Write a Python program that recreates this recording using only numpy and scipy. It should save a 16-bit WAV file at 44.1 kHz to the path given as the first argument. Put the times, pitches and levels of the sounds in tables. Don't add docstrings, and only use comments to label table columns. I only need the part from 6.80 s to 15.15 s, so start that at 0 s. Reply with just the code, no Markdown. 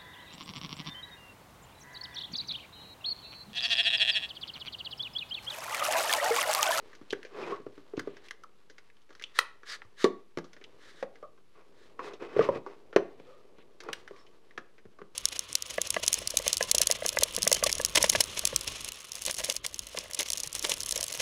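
import sys
import numpy as np
from scipy import signal
from scipy.fft import rfft, irfft, next_fast_len
from scipy.io import wavfile

SR = 44100
rng = np.random.default_rng(int(sys.argv[2]) if len(sys.argv) > 2 else 0)


def wrap_up_sound(samples):
    columns = np.atleast_2d(samples).T
    tamed = np.clip(columns, -1, 1)
    steps = np.round(tamed * 32767).astype(np.int16)
    wavfile.write(sys.argv[1], SR, steps)


N = 368235
TIME = np.arange(N) / SR
HIT_TIME = TIME[:SR // 12]


def amp(db):
    return 10 ** (np.asarray(db) / 20)


def rms_one(x):
    return x / np.sqrt(np.mean(x ** 2) + 1e-20)


def between(ends, share):
    return np.interp(share, [0, 1], ends)


def at_hz(points, hz):
    frequencies, values = np.transpose(points)
    return np.interp(np.log(hz + 1), np.log(frequencies), values)


def band(x, low_hz, high_hz, order=2):
    high_hz = min(high_hz, .47 * SR)
    low_hz = min(low_hz, high_hz / 1.05)
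    return signal.sosfilt(signal.butter(order, [low_hz, high_hz], "band", fs=SR, output="sos"), x + 1e-18)


def coloured(x, spectrum):
    size = next_fast_len(N)
    gain = amp(at_hz(spectrum, np.arange(size // 2 + 1) * SR / size))
    return rms_one(irfft(rfft(x, size) * gain, size)[:N])


def narrow(hz, width_hz, size=N):
    noise = rng.standard_normal(size + SR // 4)
    return rms_one(band(noise, hz - width_hz / 2, hz + width_hz / 2)[-size:])


def grains(per_s, spread_db):
    sizes = amp(spread_db * np.minimum(rng.exponential(1, N), 4))
    return rms_one((rng.random(N) < per_s / SR) * sizes * rng.choice([-1, 1], N))


def judder(per_s, depth_db):
    steps = rng.standard_normal(2000)
    waver = np.interp(TIME * per_s, np.arange(len(steps)), steps)
    return rms_one(amp(depth_db * np.clip(waver, -2, 2)))


def strokes(rows, power=2.96):
    energy = np.zeros(N)
    for s, db, rise_s, fall_s in rows:
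        away = np.abs(TIME - s) / np.where(TIME < s, rise_s, fall_s)
        near = away < 5
        energy[near] += (amp(db) * np.exp(-away[near] ** power)) ** 2
    return np.sqrt(energy)


def add(out, s, sound):
    start = int(s * SR)
    out[start:start + len(sound)] += sound[:N - start]


def blow(x, db, held_s=.012):
    return amp(db) * x * np.sqrt(held_s * SR / (np.sum(x ** 2) + 1e-30))


def chatter(decay_s, first):
    contacts = rng.standard_normal(len(HIT_TIME)) * np.exp(-HIT_TIME / decay_s)
    contacts /= np.sqrt(np.sum(contacts ** 2))
    contacts[0] += first
    return contacts


def resonate(x, hz, width_hz, skirt, soft_hz):
    low_hz = np.hypot(hz, width_hz / 2) - width_hz / 2
    swing = band(x, low_hz, low_hz + width_hz) + skirt * band(x, hz / 2, hz * 2)
    return band(swing, 60, soft_hz, order=3)


def snap(decay_s, db_per_octave, top_db=-4):
    contacts = chatter(decay_s, first=0.44)
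    edges_hz = np.array([3050, 6300, 10500, 15500])
    levels_db = db_per_octave * np.log2(edges_hz[1:] / edges_hz[1]) + [0, 0, top_db]
    return sum(blow(band(contacts, low, high, order=3), db)
               for low, high, db in zip(edges_hz, edges_hz[1:], levels_db))


# (frequency [Hz], level [dB])
AIR_SPECTRUM = [(12, -18), (20, -10), (36, -20), (41, -20.5), (55, -19.5), (198, -17), (410, -24),
                (642, -30.5), (1220, -30), (1960, -41), (2390, -33), (12400, -43), (16000, -70)]


def room_tone(db=-73):
    return amp(db) * coloured(rng.standard_normal(N), AIR_SPECTRUM)


# (time [s], rub [dB], rustle [dB])
HAND_LEVELS = [
    [(0.0, -58, -64.5), (0.22, -64, -64), (0.44, -61, -67.5), (0.56, -78, -67), (0.74, -66, -71),
     (0.97, -65, -67.5), (1.36, -60, -66.5), (1.69, -69, -73.5), (2.28, -75, -73), (2.5, -69.5, -67)],
    [(3.05, -68.5, -71.5), (3.62, -74.5, -75), (3.73, -64.5, -68.5), (4.02, -61, -68), (4.26, -62.5, -76),
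     (4.4, -62.5, -66.5), (4.54, -68.5, -78), (4.8, -74, -72.5), (4.9, -61, -70), (5.17, -62.5, -72)],
    [(6.0, -60, -70), (6.39, -58, -71), (6.52, -63, -68), (6.8, -62, -75), (7.06, -66.5, -73.5),
     (7.18, -58, -59), (7.26, -60.5, -67.5), (7.46, -62, -68.5), (8.09, -70, -76.5), (8.35, -64.5, -71.5)],
]
# (frequency [Hz], level [dB])
RUB_SPECTRUM = [(80, -13), (200, -12), (310, -6), (410, 0.5), (540, -5.5), (750, -14), (1100, -17.5),
                (2500, -56.5)]
RUSTLE_SPECTRUM = [(500, -32), (900, 5), (1300, 3.5), (2000, 1.5), (4500, -4), (7000, -13), (12000, -25),
                   (16000, -29.5)]


def hands(gain_db=1.5):
    times, rub_db, rustle_db = np.concatenate(HAND_LEVELS).T
    sparse = grains(per_s=460, spread_db=2.0)
    dense = grains(per_s=3500, spread_db=3.0) * judder(per_s=25, depth_db=2.0)
    rub = amp(np.interp(TIME, times, rub_db)) * coloured(sparse, RUB_SPECTRUM)
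    rustle = amp(np.interp(TIME, times, rustle_db)) * coloured(dense, RUSTLE_SPECTRUM)
    return amp(gain_db) * (rub + rustle)


# (time [s], ring [dB], pitch [Hz], snap [dB], hardness [0-1])
CATCH_CLICKS = [(0.131, -51, 1520, -65, 0.24), (.151, -56, 1710, -57, 0.4), (0.3008, -58, 3000, -59, 0.4),
                (0.306, -37, 3370, -49, 0.62), (0.3262, -41, 3000, -49.5, 0.9),
                (0.3311, -33, 1720, -55, 0.7), (0.43, -48, 1780, -58.5, 0.8),
                (0.4498, -46, 1940, -56.5, 0.01), (1.169, -51, 2400, -53.5, 0),
                (1.1934, -41.5, 1600, -49, 0.27), (1.1953, -37.5, 1600, -45.5, 1),
                (1.368, -50.5, 1660, -59, 0.4), (1.485, -50.5, 2460, -59, 0.9),
                (1.5088, -38.5, 1680, -46.5, 0.78), (1.636, -50, 1360, -59.5, 0.96),
                (1.899, -53.5, 1720, -57, 0.12), (1.982, -50.5, 1830, -58, 0.5),
                (2.1, -58.5, 1980, -77, 0.75), (2.168, -67, 2800, -75, .6), (2.218, -68, 3500, -72, 0.4),
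                (2.293, -61, 1800, -71.5, 0.03), (2.328, -62, 1500, -65, 0.4),
                (2.397, -50.5, 1900, -58, 0.53), (2.3054, -55.5, 1420, -63.5, 0.03),
                (2.351, -54, 1600, -59, 0.5), (2.4131, -48, 1648, -63, 0.38),
                (2.423, -45.5, 2280, -49.5, 0.7), (2.4389, -36, 3000, -66.5, 1),
                (2.8323, -49.5, 1530, -66, 0.44), (3.019, -45, 1560, -73, 0.85),
                (3.049, -64, 1100, -72, 0.2), (3.2428, -32.5, 4000, -42, 0.86),
                (3.5732, -43, 1990, -54, 0.76), (3.643, -54, 1240, -57.5, 0.04),
                (3.732, -55, 1640, -56, 0.46), (3.7656, -53, 1760, -65, 0.25), (3.813, -54, 1840, -68, 0),
                (3.8405, -47.5, 2880, -74, 0.7), (4.3562, -56, 1800, -68, 0.3),
                (4.577, -62.5, 1250, -80, 0.28), (5.1927, -34, 1080, -62.5, 0.34),
                (5.335, -52, 3000, -56, 0.3), (5.608, -37.5, 1900, -59, 0), (5.626, -39.5, 2300, -55, .3),
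                (5.643, -41.5, 2170, -55, 0.4), (5.8636, -40.5, 1050, -64, 0.0),
                (6.1286, -45.5, 1510, -63, 0.02), (6.398, -61, 2500, -80, 0.7),
                (6.823, -69, 2500, -75, 0.6), (7.0041, -46.5, 1810, -48, 0.36), (7.036, -55, 1200, -58, 1),
                (7.088, -37.5, 1050, -63, 0.7), (7.1303, -34, 3170, -39, 1),
                (7.133, -36.5, 1620, -56, 0.93), (7.2772, -45, 1616, -58, 0.72),
                (7.363, -58, 2000, -66, .4), (7.465, -59.5, 2590, -67, 0.3), (7.709, -55, 1850, -72, 0.7),
                (7.7772, -34.5, 1506, -51, 0.47), (7.9816, -56.5, 1750, -68, 0.14),
                (8.1874, -51.5, 1240, -69, 0.1), (8.2168, -48.5, 1420, -88, 0.87)]
RATTLE_S, SNAP_DB_PER_OCTAVE = (0.014, 0.0036), (-27, -10)
RING_WIDTH, JOLT_DB = (0.45, 0.36), (2.5, -25)


def clicks():
    out = np.zeros(N)
    for s, ring_db, hz, snap_db, hardness in CATCH_CLICKS:
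        rattle_s = np.exp(between(np.log(RATTLE_S), hardness))
        width_hz = between(RING_WIDTH, hardness) * hz
        ring = resonate(chatter(rattle_s, first=0.5), hz, width_hz, skirt=0.28, soft_hz=2.17 * hz)
        ring = band(ring, 0.43 * hz, 15000, order=3)
        jolt = resonate(chatter(0.011, first=0.54), hz=413, width_hz=240, skirt=0.062, soft_hz=1000)
        jolt_db = ring_db + between(JOLT_DB, hardness)
        crack = snap(rattle_s, between(SNAP_DB_PER_OCTAVE, hardness))
        add(out, s, blow(ring, ring_db) + amp(snap_db) * crack + blow(jolt, jolt_db))
    return out


# (time [s], frame [dB], pitch [Hz], wall thud [dB], hardness [0-1])
HEAD_KNOCKS = [(.213, -55.5, 340, -48, 0.9), (0.3284, -29, 408, -53, 0.33), (.722, -33, 402, -48, 0.05),
               (.8, -47.5, 406, -48, 0.6), (0.865, -38.5, 408, -46, 0.44), (.978, -47, 397, -47.5, 0.7),
               (1.1357, -33, 414, -57, 0), (1.1767, -29, 312, -36.5, 0.36), (1.2736, -32, 413, -44.5, 0.36),
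               (3.2425, -16.5, 376, -35.5, 0.6), (3.259, -24.5, 447, -50, 0.13),
               (3.5732, -35.5, 353, -35, 0.82), (3.5856, -38.5, 450, -49, 0.99),
               (4.2267, -25, 538, -44, 0.49), (4.427, -44, 555, -63, 0.57), (5.336, -42, 410, -54, 0.26),
               (5.4216, -36, 410, -64.5, 0.37), (5.5643, -22, 410, -33.5, 0.17),
               (5.5921, -11.5, 451, -28, 0.2), (5.6884, -18.5, 547, -33.5, 0.2),
               (5.7568, -33.5, 447, -36, 0.52), (6.1618, -15, 404, -40, 0.71), (6.3988, -49, 400, -53, 0.7),
               (6.784, -51, 430, -56, 0.74), (7.0865, -36, 465, -48, 0.62), (7.309, -39.5, 407, -55, 0.4),
               (7.778, -44.5, 340, -50.5, 0.2), (8.0536, -50, 386, -50.5, 0.6),
               (8.2166, -44.5, 408, -48.5, 0.53)]
FRAME_T60_S = (0.046, 0.023)
SHUDDER_DB, CLACK_DB, KNOCK_SNAP_DB = (-10.5, -1), (-25.5, -2), (-49, -10.5)


def knocks(pad_s=0.00074):
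    out = np.zeros(N)
    onset = 1 - np.exp(-HIT_TIME / pad_s)
    for s, frame_db, hz, thud_db, hardness in HEAD_KNOCKS:
        envelope = onset * amp(-60 * HIT_TIME / between(FRAME_T60_S, hardness))
        swing = band(envelope * np.sin(2 * np.pi * hz * HIT_TIME), hz * .55, 780)
        shudder = resonate(chatter(0.005, first=0.26), hz, width_hz=0.64 * hz, skirt=0.016, soft_hz=700)
        thud = band(chatter(0.017, first=0.7), 132, 340)
        thud = band(thud, 30, 460)
        clack = resonate(chatter(0.0068, first=0.39), hz=1120, width_hz=960, skirt=0.36, soft_hz=3000)
        clack = band(clack, 710, 15000, order=3)
        clack_db = frame_db + between(CLACK_DB, hardness)
        crack = amp(frame_db + between(KNOCK_SNAP_DB, hardness)) * snap(0.0052, db_per_octave=-18)
        frame = blow(swing, frame_db) + blow(shudder, frame_db + between(SHUDDER_DB, hardness))
        add(out, s, frame + blow(thud, thud_db) + blow(clack, clack_db) + crack)
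    return out


# (time [s], level [dB])
DEEP_BUMPS = [(.32, -54), (3.05, -55.5), (8.055, -57)]


def bumps(hz=90, swell_s=0.006):
    out, age = np.zeros(N), HIT_TIME / swell_s
    swing = age * np.exp(-age) * np.sin(2 * np.pi * hz * HIT_TIME)
    for s, db in DEEP_BUMPS:
        add(out, s, blow(swing, db))
    return out


# (peak time [s], level [dB], rise [s], fall [s])
DULL_SCUFFS = [(.662, -36, 0.11, 0.1), (4.79, -58, 0.044, 0.062), (5.25, -43.5, 0.048, 0.095),
               (5.432, -40, 0.027, 0.043), (5.635, -33.5, 0.073, 0.045), (5.53, -45.5, 0.051, 0.023),
               (5.755, -40, 0.046, 0.03), (5.895, -50, 0.037, 0.054), (7.075, -46.5, 0.044, 0.063)]
# (frequency [Hz], level [dB])
SCUFF_SPECTRUM = [(60, -43), (160, -15.5), (270, -16), (410, 0), (600, -10.5), (850, -13), (1120, -11.5),
                  (1600, -17), (2500, -22.5), (5200, -34), (11000, -54), (16000, -63)]
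# (frequency [Hz], width [Hz], level against the scuff [dB])
SCUFF_RESONANCES = [(404, 121, -3.5), (2027, 100, -22), (2523, 130, -17.5), (5230, 300, -32)]


def scuffs():
    slips = grains(per_s=2400, spread_db=1.8) * judder(per_s=100, depth_db=2.0)
    rasp = sum(amp(db) * narrow(hz, width_hz) * judder(per_s=24, depth_db=3.0 if hz > 1000 else 1.0)
               for hz, width_hz, db in SCUFF_RESONANCES)
    return strokes(DULL_SCUFFS) * (rasp + coloured(slips, SCUFF_SPECTRUM))


# (time [s], level [dB], pitch [Hz], length [s], roughness [0-1])
BRIEF_RINGS = [(.632, -44, 2500, 0.01, 0), (0.72, -36, 1090, 0.016, 0), (1.197, -37, 1600, 0.0041, 0.2),
               (1.637, -46, 1264, 0.0094, 0.24), (2.44, -54, 3030, 0.0095, 0.3),
               (2.592, -49, 1350, 0.026, 0.65), (3.244, -26.5, 1114, 0.015, 0),
               (3.27, -55, 1113, 0.034, 0.2), (4.25, -60, 558, 0.029, 0), (4.427, -48, 1187, 0.019, 0.44),
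               (4.43, -48, 575, 0.023, 0), (5.605, -32.5, 1172, 0.016, 0.65),
               (5.688, -27.5, 956, .007, 0.2), (6.1612, -26, 626, 0.0074, 0.34),
               (6.46, -63, 1206, 0.09, 0.8), (6.47, -55.5, 530, 0.06, 0), (7.131, -51, 2880, 0.015, .6),
               (7.323, -60.5, 1126, 0.075, .6), (7.38, -67, 5390, 0.033, 0.63)]


def brief_rings(width_hz=50, rough_width_hz=170):
    out, t = np.zeros(N), TIME[:SR // 2]
    for s, db, hz, length_s, roughness in BRIEF_RINGS:
        phase = np.angle(signal.hilbert(narrow(hz, width_hz, size=len(t))))
        clean = rms_one(np.cos(phase))
        rough = narrow(hz, rough_width_hz, size=len(t))
        tone = np.sqrt(1 - roughness) * clean + np.sqrt(roughness) * rough
        age = 2 * t / length_s
        add(out, s, amp(db) * tone * age * np.exp(1 - age))
    return out


# (peak time [s], level [dB], rise [s], fall [s])
SLEEVE_STROKES = [(1.33, -64, 0.085, 0.096), (6.48, -70, 0.18, 0.11), (6.81, -63, 0.042, 0.022)]
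# (frequency [Hz], level [dB])
SLEEVE_SPECTRUM = [(700, -19), (1800, 10), (3300, 8), (4300, 3), (5200, -29), (12000, -48)]


def sleeve_brushes():
    return strokes(SLEEVE_STROKES) * coloured(grains(per_s=5400, spread_db=2.5), SLEEVE_SPECTRUM)


# (peak time [s], level [dB], rise [s], fall [s])
SOFT_SWISHES = [(1.46, -54, 0.02, 0.019), (2.578, -43.5, 0.027, 0.019), (2.9, -43, 0.034, 0.036),
                (2.936, -39.5, 0.031, 0.028), (3.228, -41, 0.043, 0.044), (4.07, -54.5, 0.067, 0.071),
                (4.22, -55.5, 0.072, 0.028), (5.02, -63.5, 0.077, 0.071), (5.265, -50.5, 0.037, 0.031),
                (7.39, -63, 0.083, 0.046)]
# (frequency [Hz], level [dB])
SWISH_SPECTRUM = [(250, -36.5), (430, -10), (880, -17.5), (1200, -3), (1480, -2), (1700, 4), (2050, -1.5),
                  (2600, -10), (3750, -2.5), (4800, -9), (6500, -13.5), (10000, -24), (16000, -42.5)]


def swishes():
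    hiss = rng.standard_normal(N) * judder(per_s=91, depth_db=1.5)
    return strokes(SOFT_SWISHES) * coloured(hiss, SWISH_SPECTRUM)


# (frequency [Hz], level [dB], t60 [s])
PLATE_MODES = [(470, -35.5, 0.013), (1210, -37, 0.018), (1320, -22.5, 0.016), (1960, -21, 0.024),
               (2600, -29, 0.018), (3200, -29.5, 0.0088), (3960, -25.5, 0.013), (5240, -38.5, 0.0055),
               (6700, -40.5, 0.0072), (9120, -35.5, 0.0035), (12400, -45, 0.0017)]


def locking_plate(at_s=2.5886, contact_s=0.002):
    out = np.zeros(N)
    for hz, db, t60 in PLATE_MODES:
        mode = np.sin(2 * np.pi * hz * HIT_TIME) * amp(-60 * HIT_TIME / t60)
        struck = signal.fftconvolve(chatter(contact_s, first=0.74), mode)[:len(HIT_TIME)]
        add(out, at_s, blow(band(struck, hz * 0.7, hz * 1.8, order=3), db))
    add(out, at_s, amp(-31) * snap(0.0065, db_per_octave=-8.5))
    return out


# (peak time [s], level [dB], rise [s], fall [s])
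WHISTLE_STROKES = [(2.913, -44, 0.031, 0.033), (3.226, -55, 0.022, .02)]


def tube_whistles(hz=4850, width_hz=860, sag_hz_per_s=7350):
    hiss = signal.hilbert(narrow(hz, width_hz), next_fast_len(N))[:N]
    out = np.zeros(N)
    for s, db, rise_s, fall_s in WHISTLE_STROKES:
        glide = np.exp(-1j * np.pi * sag_hz_per_s * (TIME - s) ** 2)
        out += strokes([(s, db, rise_s, fall_s)]) * np.real(hiss * glide)
    return out


# (frequency [Hz], t60 [s], gain [dB])
PROP_MODES = [(346, 0.064, -34.5), (425, 0.11, -24), (1155, 0.048, -6.5), (1320, 0.12, -21.5),
              (2015, 0.045, -15.5), (2720, 0.15, -20.5), (3040, 0.045, -12)]


def prop_rings(shaking):
    out = np.zeros(N)
    for hz, t60, db in PROP_MODES:
        decay = amp(-60 / (t60 * SR))
        feed = np.array([1, 0, -1]) * (1 - decay ** 2)
        feedback = [1, -2 * decay * np.cos(2 * np.pi * hz / SR), decay ** 2]
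        out += amp(db) * signal.lfilter(feed, feedback, shaking + 1e-18)
    return out


# (frequency [Hz], level [dB])
EARLY_SPECTRUM = [(100, -19.5), (400, -12.5), (1300, -17), (12000, -23)]
TAIL_SPECTRUM = [(100, -12.5), (230, -10), (450, -15.5), (800, -10.5), (1300, -16.5), (2200, -17.5),
                 (5000, -18.5), (12000, -21)]
# (frequency [Hz], t60 [s])
TAIL_DECAY = [(100, 0.37), (3000, 0.35), (12000, 0.17)]


def room(direct, early_t60=0.15, first_wall_s=0.0069, far_wall_s=.027):
    t = TIME[:SR * 2 // 3]
    edges_hz = np.geomspace(60, 16000, 13)
    arrived = np.clip(t / first_wall_s - 1, 0, 1)
    response = np.zeros(len(t))
    for low, high in zip(edges_hz, edges_hz[1:]):
        hz = np.sqrt(low * high)
        for spectrum, t60 in ((EARLY_SPECTRUM, early_t60), (TAIL_SPECTRUM, at_hz(TAIL_DECAY, hz))):
            echoes = band(rng.standard_normal(len(t)) * arrived * amp(-60 * t / t60), low, high)
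            echoes *= np.sqrt(2 * (high - low) / SR / np.sum(echoes ** 2))
            response += amp(at_hz(spectrum, hz)) * echoes
    far_wall = amp(-19) * band(signal.unit_impulse(len(t), int(far_wall_s * SR)), 170, 700)
    return signal.fftconvolve(direct, response + far_wall)[:N]


def scene():
    hits = clicks() + locking_plate() + knocks() + bumps()
    rubbing = hands() + scuffs() + sleeve_brushes() + swishes() + tube_whistles()
    ringing = prop_rings(hits + amp(-2.5) * rubbing)
    direct = amp(-2.5) * (hits + rubbing + ringing) + brief_rings()
    return (direct + room(direct) + room_tone())[None]


def record(dry):
    cutoff_hz, offset = 15800, -.0023
    return signal.sosfilt(signal.ellip(10, .1, 80, cutoff_hz, fs=SR, output="sos"), dry) + offset


dry = scene()
out = record(dry)
wrap_up_sound(out)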